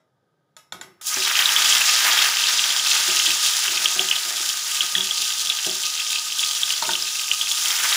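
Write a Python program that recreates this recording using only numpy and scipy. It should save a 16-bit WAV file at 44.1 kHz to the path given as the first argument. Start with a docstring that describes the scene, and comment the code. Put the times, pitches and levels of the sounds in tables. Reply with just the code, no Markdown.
"""A steel spatula softly taps a wok in a quiet kitchen; then a fish slides off it into the hot oil.
Water flashes to steam: filtered noise puffs make the crackle, random clicks make the bigger bubbles,
and short wave packets make the pops, many near 3 kHz. A second fish follows near the end.
The wok sings along as noise-driven ringing modes. Taps and dull worktop knocks are struck modes.
Feedback delays make the small kitchen echo, over a steady, low room tone."""
import sys
import numpy as np
from scipy import signal
from scipy.fft import rfft, irfft
from scipy.io import wavfile
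from scipy.ndimage import uniform_filter1d

SR = 44100
rng = np.random.default_rng(int(sys.argv[2]) if len(sys.argv) > 2 else 0)


def transcribe(signal):
    """Save signal, clipped to [-1, 1], as a 16-bit WAV file at the path in sys.argv[1]."""
    frames = np.atleast_2d(signal).T
    limited = np.clip(frames, -1, 1)
    pcm = np.round(limited * 32767).astype(np.int16)
    wavfile.write(sys.argv[1], SR, pcm)


def rack_gain(trim_db):
    """Turn a fader trim in dB into the linear factor to multiply a signal by."""
    fader = np.asarray(trim_db, float)
    return 10 ** (fader / 20)


N = 351036  # length in samples

# How the frying flares up as each fish meets the oil, then settles:
# [t/s, fine crackle level/dB, big bubble level/dB, gain of the crackle above 7 kHz/dB]
FRYING_CURVE = [(1.012, -53, -49, 18.5), (1.054, -44.5, -55, 14), (1.07, -39, -50, 20),
                (1.13, -32, -31.5, 9), (1.26, -21, -30, -3.5), (1.31, -26.5, -25, 0),
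                (1.37, -17.5, -29, -9), (1.42, -25, -24, -0.5), (1.62, -19.5, -24, -3.5),
                (2.19, -19, -22.5, -6.5), (2.65, -21, -29.5, -6), (3.2, -21, -30, -1.5),
                (4.0, -25, -32.5, 0.5), (4.6, -28.5, -36.5, 3.5), (5.9, -27, -42.5, 0),
                (7.53, -28, -41, 2.5), (7.6, -26, -33, 7), (7.96, -24, -24.5, 1.5)]
# The loudest pops: [t/s, peak level/dB, f/Hz]
LOUD_POPS = [(1.1424, -7.5, 5840), (1.2234, -12.5, 2710), (1.251, -8, 3840), (1.3544, -6.5, 2730),
             (1.4233, -9, 3190), (1.4574, 1, 3800), (1.491, -7, 3080), (1.5638, -1.5, 3330),
             (1.6583, -5.5, 3250), (1.8166, -7.5, 2710), (3.108, -11, 3200), (3.2688, -5.5, 3500),
             (3.6615, -15, 3200), (3.8583, 1, 3120), (3.994, -1.5, 3090), (4.113, -1, 2980),
             (4.1633, -8.5, 3300), (4.8072, -4, 3130), (4.952, -3.5, 3470), (4.953, -15, 1780),
             (4.9822, -8, 3340), (5.0078, -7, 3500), (5.11, -8, 3340), (5.1806, -9, 4180),
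             (5.397, -10, 4380), (5.472, -12, 3400), (5.4998, -2, 3650), (5.6955, -10, 3360),
             (6.0036, -14, 3330), (6.3934, -7, 3400), (6.437, -9, 3400), (6.511, -11.5, 3260),
             (6.633, -2.5, 3460), (6.705, -8.5, 2900), (6.9344, -5.5, 3600), (6.9538, -9, 2940),
             (7.0238, -7, 5100), (7.3148, -1.5, 2930), (7.413, -6, 3250), (7.5157, -8.5, 3340),
             (7.7167, -10, 5500), (7.9266, -5, 3700)]
# Spatula touching the wok: [t/s, strength/dB, extra for long-ringing modes/dB per fourfold ring time,
# brightness/dB per octave]
SPATULA_TAPS = [(0, -62, 5, -4), (.566, -41, -2.5, 1.5), (.7225, -29, -5, 0.5), (.812, -30.5, -6.5, 0.5),
                (1.012, -37.5, -6, -2), (6.824, -19, -5.5, 0), (6.891, -20.5, -15, -6)]
# Dull knocks and drags on the worktop:
# [t/s, strength/dB, brightness/dB per octave, time for the contact to fade by 30 dB/s]
WORKTOP_KNOCKS = [(.725, -33.5, -3.5, 0.31), (1.164, -28, 5, 0.064), (3.079, -30, 2, 0.11),
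                  (3.276, -30, 1.5, 0.076), (3.671, -30.5, 6, 0.98), (3.96, -33, 1, 0.036),
                  (3.996, -28.5, 7, 0.1), (4.252, -41.5, 13, 0.33), (4.399, -38, 5, 0.06),
                  (4.831, -38.5, 5, 0.029), (4.958, -28, -1, 0.15), (5.189, -41.5, 1, 0.06),
                  (5.662, -24.5, 5, 0.064), (6.819, -41, 6, 0.04), (6.878, -26, 1, 0.086),
                  (7.009, -42, 3, 0.032)]
# Ringing modes of wok and spatula: [f/Hz, relative level/dB, time to fade by 60 dB/s]
WOK_MODES = [(530, -16, 0.28), (760, -18, .1), (907, 0, 0.044), (1030, -14, 0.17), (1274, -9, 0.4),
             (1473, -0.5, 0.041), (1850, -9, 0.038), (2390, -22, 0.2), (3800, -14, .3), (3250, -11, .25),
             (3610, 2, 0.02), (4250, 0, 0.034), (5400, -13, 0.44), (5900, -16, .25), (1710, -22, 0.3),
             (7140, 0.5, 0.017)]
# Ringing modes of the worktop: [f/Hz, relative level/dB, time to fade by 60 dB/s]
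WORKTOP_MODES = [(98, -17, 0.1), (145.6, -14.5, 0.19), (190, -10.5, 0.3), (280, -10, 0.059),
                 (349.6, -4.5, 0.14), (381.3, -6, 0.22), (522, -17, 0.061), (630, -12.5, 0.11),
                 (724, -9, 0.097), (850, -15, 0.046)]
# Filter that shapes the fine crackle: [f/Hz, relative gain/dB]
CRACKLE_COLOUR = [(100, -35), (500, -39), (1100, -23.5), (2050, -19.5), (2450, -12), (2700, -6),
                  (3400, -1.5), (7200, -4.5), (12000, -16.5)]
# Filter that shapes the big bubbles: [f/Hz, relative gain/dB]
BUBBLE_COLOUR = [(100, -86), (300, -18), (500, -16.5), (900, -1.5), (1500, 4), (2300, 3.5), (3300, -0.5),
                 (5000, -18.5), (9000, -9)]
# Wok modes kept going by the frying: [f/Hz, width/Hz, relative level/dB]
SINGING_MODES = [(931, 23, -30.5), (1244, 32, -20), (1540, 83, -24.5), (1730, 58, -39)]
# Filter that shapes the room tone: [f/Hz, relative gain/dB]
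ROOM_TONE_COLOUR = [(18, -71), (30, -42), (59, -29), (87, -2), (150, 3.5), (216, -8.5), (538, -8),
                    (1110, -19), (1270, -19), (2630, -33), (3320, -24.5), (6360, -34), (15000, -42)]
# The dish of the wok and the microphone colour everything: [f/Hz, gain/dB]
PICKUP_COLOUR = [(30, -26), (70, -13), (130, -2.5), (980, 0), (1080, -5.5), (1200, 2), (1370, -0.5),
                 (1550, 1), (3900, -1), (4300, -3.5), (4750, 0), (7500, -0.5), (8100, -4), (10000, 2),
                 (13800, -3), (14600, 2), (15500, 4.5)]

ROOM_TONE_DB = -67.5  # rms, before the pickup
KITCHEN_T60_S, WALL_CUT_HZ, KITCHEN_DB = 0.44, 4400, -17.5
CUTOFF_HZ = 15540  # top of the pickup's range
POP_RING_HZ, POP_RING_T60_S, POP_RING_DB = 3433, 0.043, -40  # the wok mode that every pop sets ringing
IDLE_SHAKE_DB = -60  # the flame keeps the wok faintly singing


def in_time(rows):
    """Draw straight lines between the rows: one value per sample for each column after the time."""
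    s, *columns = np.transpose(rows)
    return [np.interp(np.arange(N) / SR, s, column) for column in columns]


def rms_one(x):
    """Scale to unit rms."""
    return x / np.sqrt(np.mean(x ** 2) + 1e-20)


def drift(rate_hz):
    """Slow random wandering with spread 1: smoothed noise, made at every 40th sample."""
    r = np.exp(-2 * np.pi * rate_hz * 40 / SR)
    noise = rng.standard_normal(N // 40 + 2002)
    slow = signal.lfilter([1], [1, -2 * r, r * r], noise)[2000:]  # skip the filter's start-up
    return np.interp(np.arange(N) / 40, np.arange(len(slow)), rms_one(slow))


def colour(x, spectrum, size=4096):
    """Filter that follows a table of f/Hz and gain/dB without sounding early (minimum phase)."""
    hz, db = np.transpose(spectrum)
    grid = np.maximum(np.arange(size // 2 + 1) * SR / size, 1)
    gain = rack_gain(np.interp(np.log(grid), np.log(hz), db))
    # Folding the cepstrum forward in time gives the minimum-phase response.
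    cepstrum = irfft(np.log(gain))
    cepstrum[1:size // 2] *= 2
    cepstrum[size // 2 + 1:] = 0
    response = irfft(np.exp(rfft(cepstrum)))
    return signal.fftconvolve(x, response)[:N]


def ring(clicks, hz, t60):
    """A resonance: each unit click starts a dying sine of height 1 that falls by 60 dB in t60 seconds."""
    r, w = rack_gain(-60 / (t60 * SR)), 2 * np.pi * hz / SR
    return signal.lfilter([0, np.sin(w)], [1, -2 * r * np.cos(w), r * r], clicks + 1e-18)


def grains(per_s, spread_db, clump_db, clump_rate):
    """Random clicks of very uneven size, whose density wanders so that they come in clumps."""
    sizes = rack_gain(spread_db * np.minimum(rng.exponential(1, N), 6)) * rng.choice([-1, 1], N)
    chance = per_s * rack_gain(clump_db * drift(clump_rate)) / SR
    return sizes * (rng.random(N) < chance)


def strike(rows, contact_s, modes, weigh_db, scatter_db):
    """Each contact is a dying noise rattle that drives every mode with its own random strength."""
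    luck, out = rng.standard_normal((len(rows), len(modes))), np.zeros(N)
    for k, (hz, level_db, t60) in enumerate(modes):
        push = np.zeros(N)
        for row, length, chance in zip(rows, contact_s, luck[:, k]):
            fade = rack_gain(-30 * np.arange(int(2 * length * SR) + 1) / (length * SR))
            fade_one = fade / np.sqrt(np.sum(fade ** 2))  # unit energy on average, long or short
            gain = rack_gain(row[1] + level_db + weigh_db(row, hz, t60) + scatter_db * chance)
            i = int(row[0] * SR)
            push[i:i + len(fade)] += gain * fade_one * rng.standard_normal(len(fade))
        out += ring(push, hz, t60)
    return out


def crackle(level_db, treble_db):
    """Tiny droplets burst by the thousand, each a puff of about a millisecond, over a smooth steam hiss."""
    bursts = np.abs(grains(2500, spread_db=3.5, clump_db=4.0, clump_rate=27))
    envelope = signal.lfilter([1], [1, -rack_gain(-60 / (0.0014 * SR))], bursts)
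    puffs = rms_one(envelope * rng.standard_normal(N))
    hiss = rack_gain(1.0) * rng.standard_normal(N)
    fizz = rms_one(colour(puffs + hiss, CRACKLE_COLOUR))
    top = signal.sosfilt(signal.butter(2, 7000, "high", fs=SR, output="sos"), fizz)
    low = signal.sosfilt(signal.butter(2, 7000, "low", fs=SR, output="sos"), fizz)
    # The two filters are in opposite phase where they meet, so subtracting joins them.
    return rack_gain(level_db + 0.92 * drift(6)) * (low - rack_gain(treble_db) * top)


def bubbles(level_db):
    """Larger steam bubbles at the fish's skin collapse as random clicks, filtered lower and duller."""
    collapses = grains(5000, spread_db=3.5, clump_db=3.0, clump_rate=20)
    return rack_gain(level_db + 1.53 * drift(3.2)) * rms_one(colour(collapses, BUBBLE_COLOUR))


def pop_shape(hz, peak_cycles, echo_s, echo_db):
    """A packet of a few cycles that swells and dies, then two reflections off the wok wall."""
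    t = np.arange(400) * hz / SR / peak_cycles  # 1 at the height of the swell
    first = t ** 2 * np.exp(-2 * t) * np.sin(2 * np.pi * peak_cycles * t)
    lag = round(echo_s * SR)
    echoes = rack_gain(echo_db) * np.roll(first, lag) + rack_gain(2 * echo_db) * np.roll(first, 3 * lag)
    return (first + echoes) / np.abs(first).max()


def pops(level_db):
    """Water pockets burst under the oil: loud ones from the table, many small ones by chance."""
    out = np.zeros(N + 400)
    for (s, peak_db, hz), luck in zip(LOUD_POPS, rng.random((len(LOUD_POPS), 2))):
        i = int((s - .0004) * SR)  # start a little early, so the swell lands near its time
        shape = pop_shape(hz, 1.9 + luck[0], .0018 + .0006 * luck[1], echo_db=-7)
        out[i:i + 400] += rack_gain(peak_db) * shape
    small = np.tanh(grains(900, spread_db=6.5, clump_db=6, clump_rate=11) / 25.0)  # sizes level off
    pitches = np.geomspace(2700, 6800, num=14)
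    dealt = rng.integers(0, len(pitches), size=N)  # which pitch each small pop gets
    swarm = np.zeros(N)
    for k, hz in enumerate(pitches):
        shape = pop_shape(hz, 1.82, 0.0019, echo_db=-6)
        weight = rack_gain(-5 * abs(np.log2(hz / 3500)))  # weaker away from 3500 Hz
        swarm += weight * signal.fftconvolve(small * (dealt == k), shape)[:N]
    bursts = out[:N] + rack_gain(level_db - 3.5) * rms_one(swarm)
    return bursts + rack_gain(POP_RING_DB) * ring(bursts, POP_RING_HZ, POP_RING_T60_S)


def singing(frying):
    """The frying shakes the wok: noise as strong as the frying drives low modes that stand out of the hiss."""
    power = uniform_filter1d(frying ** 2, size=2000) + rack_gain(IDLE_SHAKE_DB) ** 2
    push = np.sqrt(power) * rng.standard_normal(N)
    out = np.zeros(N)
    for hz, width_hz, db in SINGING_MODES:
        t60 = np.log(1000) / (np.pi * width_hz)  # a wider resonance dies sooner
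        out += rack_gain(db) * np.sqrt(width_hz / SR) * ring(push, hz, t60)
    return out


def taps():
    """Steel on aluminium: clear modes, a crowd of weak shell modes, and a blur of those too dense to tell apart."""
    pitches = np.sort(rng.uniform(600, 13000, size=260))
    lives = .25 * (pitches / 3000) ** -.15 * rack_gain(2 * rng.standard_normal(260))
    crowd = [(hz, -20 - 4 * np.log2(hz / 3000), t60) for hz, t60 in zip(pitches, lives)]
    blur = [(hz, -6 - 3 * np.log2(hz / 1000), 1.3 / hz) for hz in np.geomspace(900, 11000, num=7)]

    def brightness_db(row, hz, t60):
        return row[3] * np.log2(hz / 1000)

    def ring_and_brightness_db(row, hz, t60):
        return row[2] * np.log2(t60 / 0.1) / 2 + brightness_db(row, hz, t60)

    count = len(SPATULA_TAPS)
    clear = strike(SPATULA_TAPS, [.008] * count, WOK_MODES + crowd, ring_and_brightness_db, scatter_db=2.0)
    blurred = strike(SPATULA_TAPS, [.28] * count, blur, brightness_db, scatter_db=0.8)
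    return rack_gain(-5.5) * clear + rack_gain(12) * blurred


def knocks():
    """Soft blows and drags drive the worktop's modes over a broad thud; brighter ones reach higher."""
    contact_s = np.array(WORKTOP_KNOCKS)[:, 3]
    thud = [(hz, -4, 2.1 / hz) for hz in np.geomspace(120, 900, num=4)]

    def brightness_db(row, hz, t60):
        return row[2] * np.log2(hz / 300)

    return strike(WORKTOP_KNOCKS, contact_s, WORKTOP_MODES + thud, brightness_db, scatter_db=0.5)


def kitchen(x):
    """Small-room echo: eight delays feed back into themselves, weaker and duller on every round."""
    out, dull = np.zeros(N), np.exp(-2 * np.pi * WALL_CUT_HZ / SR)
    lags = (rng.uniform(.012, .035, size=8) * SR).astype(int)
    for k, lag in enumerate(lags):
        loop, gain, state = x.copy(), rack_gain(-60 * lag / SR / KITCHEN_T60_S), [0.]
        for i in range(lag, N, lag):  # one round trip at a time
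            back, state = signal.lfilter([gain * (1 - dull)], [1, -dull], loop[i - lag:i], zi=state)
            loop[i:i + lag] += back[:N - i]
        out += (loop - x) * (-1) ** k  # echoes only, with alternating sign
    return out


def room_tone():
    """The steady, low background of the kitchen: filtered noise."""
    return rack_gain(ROOM_TONE_DB) * rms_one(colour(rng.standard_normal(N), ROOM_TONE_COLOUR))


def scene():
    """Mix all sources and the kitchen echo; nothing fries until the first fish touches the oil."""
    fine_db, big_db, treble_db = in_time(FRYING_CURVE)
    touched = np.arange(N) > FRYING_CURVE[0][0] * SR
    frying = touched * (crackle(fine_db, treble_db) + bubbles(big_db) + pops(fine_db))
    near = frying + rack_gain(9.5) * singing(frying) + taps() + knocks()
    return (near + rack_gain(KITCHEN_DB) * kitchen(near) + room_tone())[None]


def band_limit(x):
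    """A steep low-pass at the top of the band."""
    return signal.sosfilt(signal.butter(12, 16860, fs=SR, output="sos"), x)


def record(dry):
    """The pickup colours the sound, rounds off its peaks and cuts the top of its range."""
    coloured = colour(dry[0], PICKUP_COLOUR)[None]
    rounded = 0.93 * np.tanh(coloured / 0.97)
    top_cut = signal.ellip(10, .5, 70, CUTOFF_HZ, fs=SR, output="sos")
    heard = signal.sosfilt(top_cut, rounded)
    return band_limit(heard)


dry = scene()
out = record(dry)
transcribe(out)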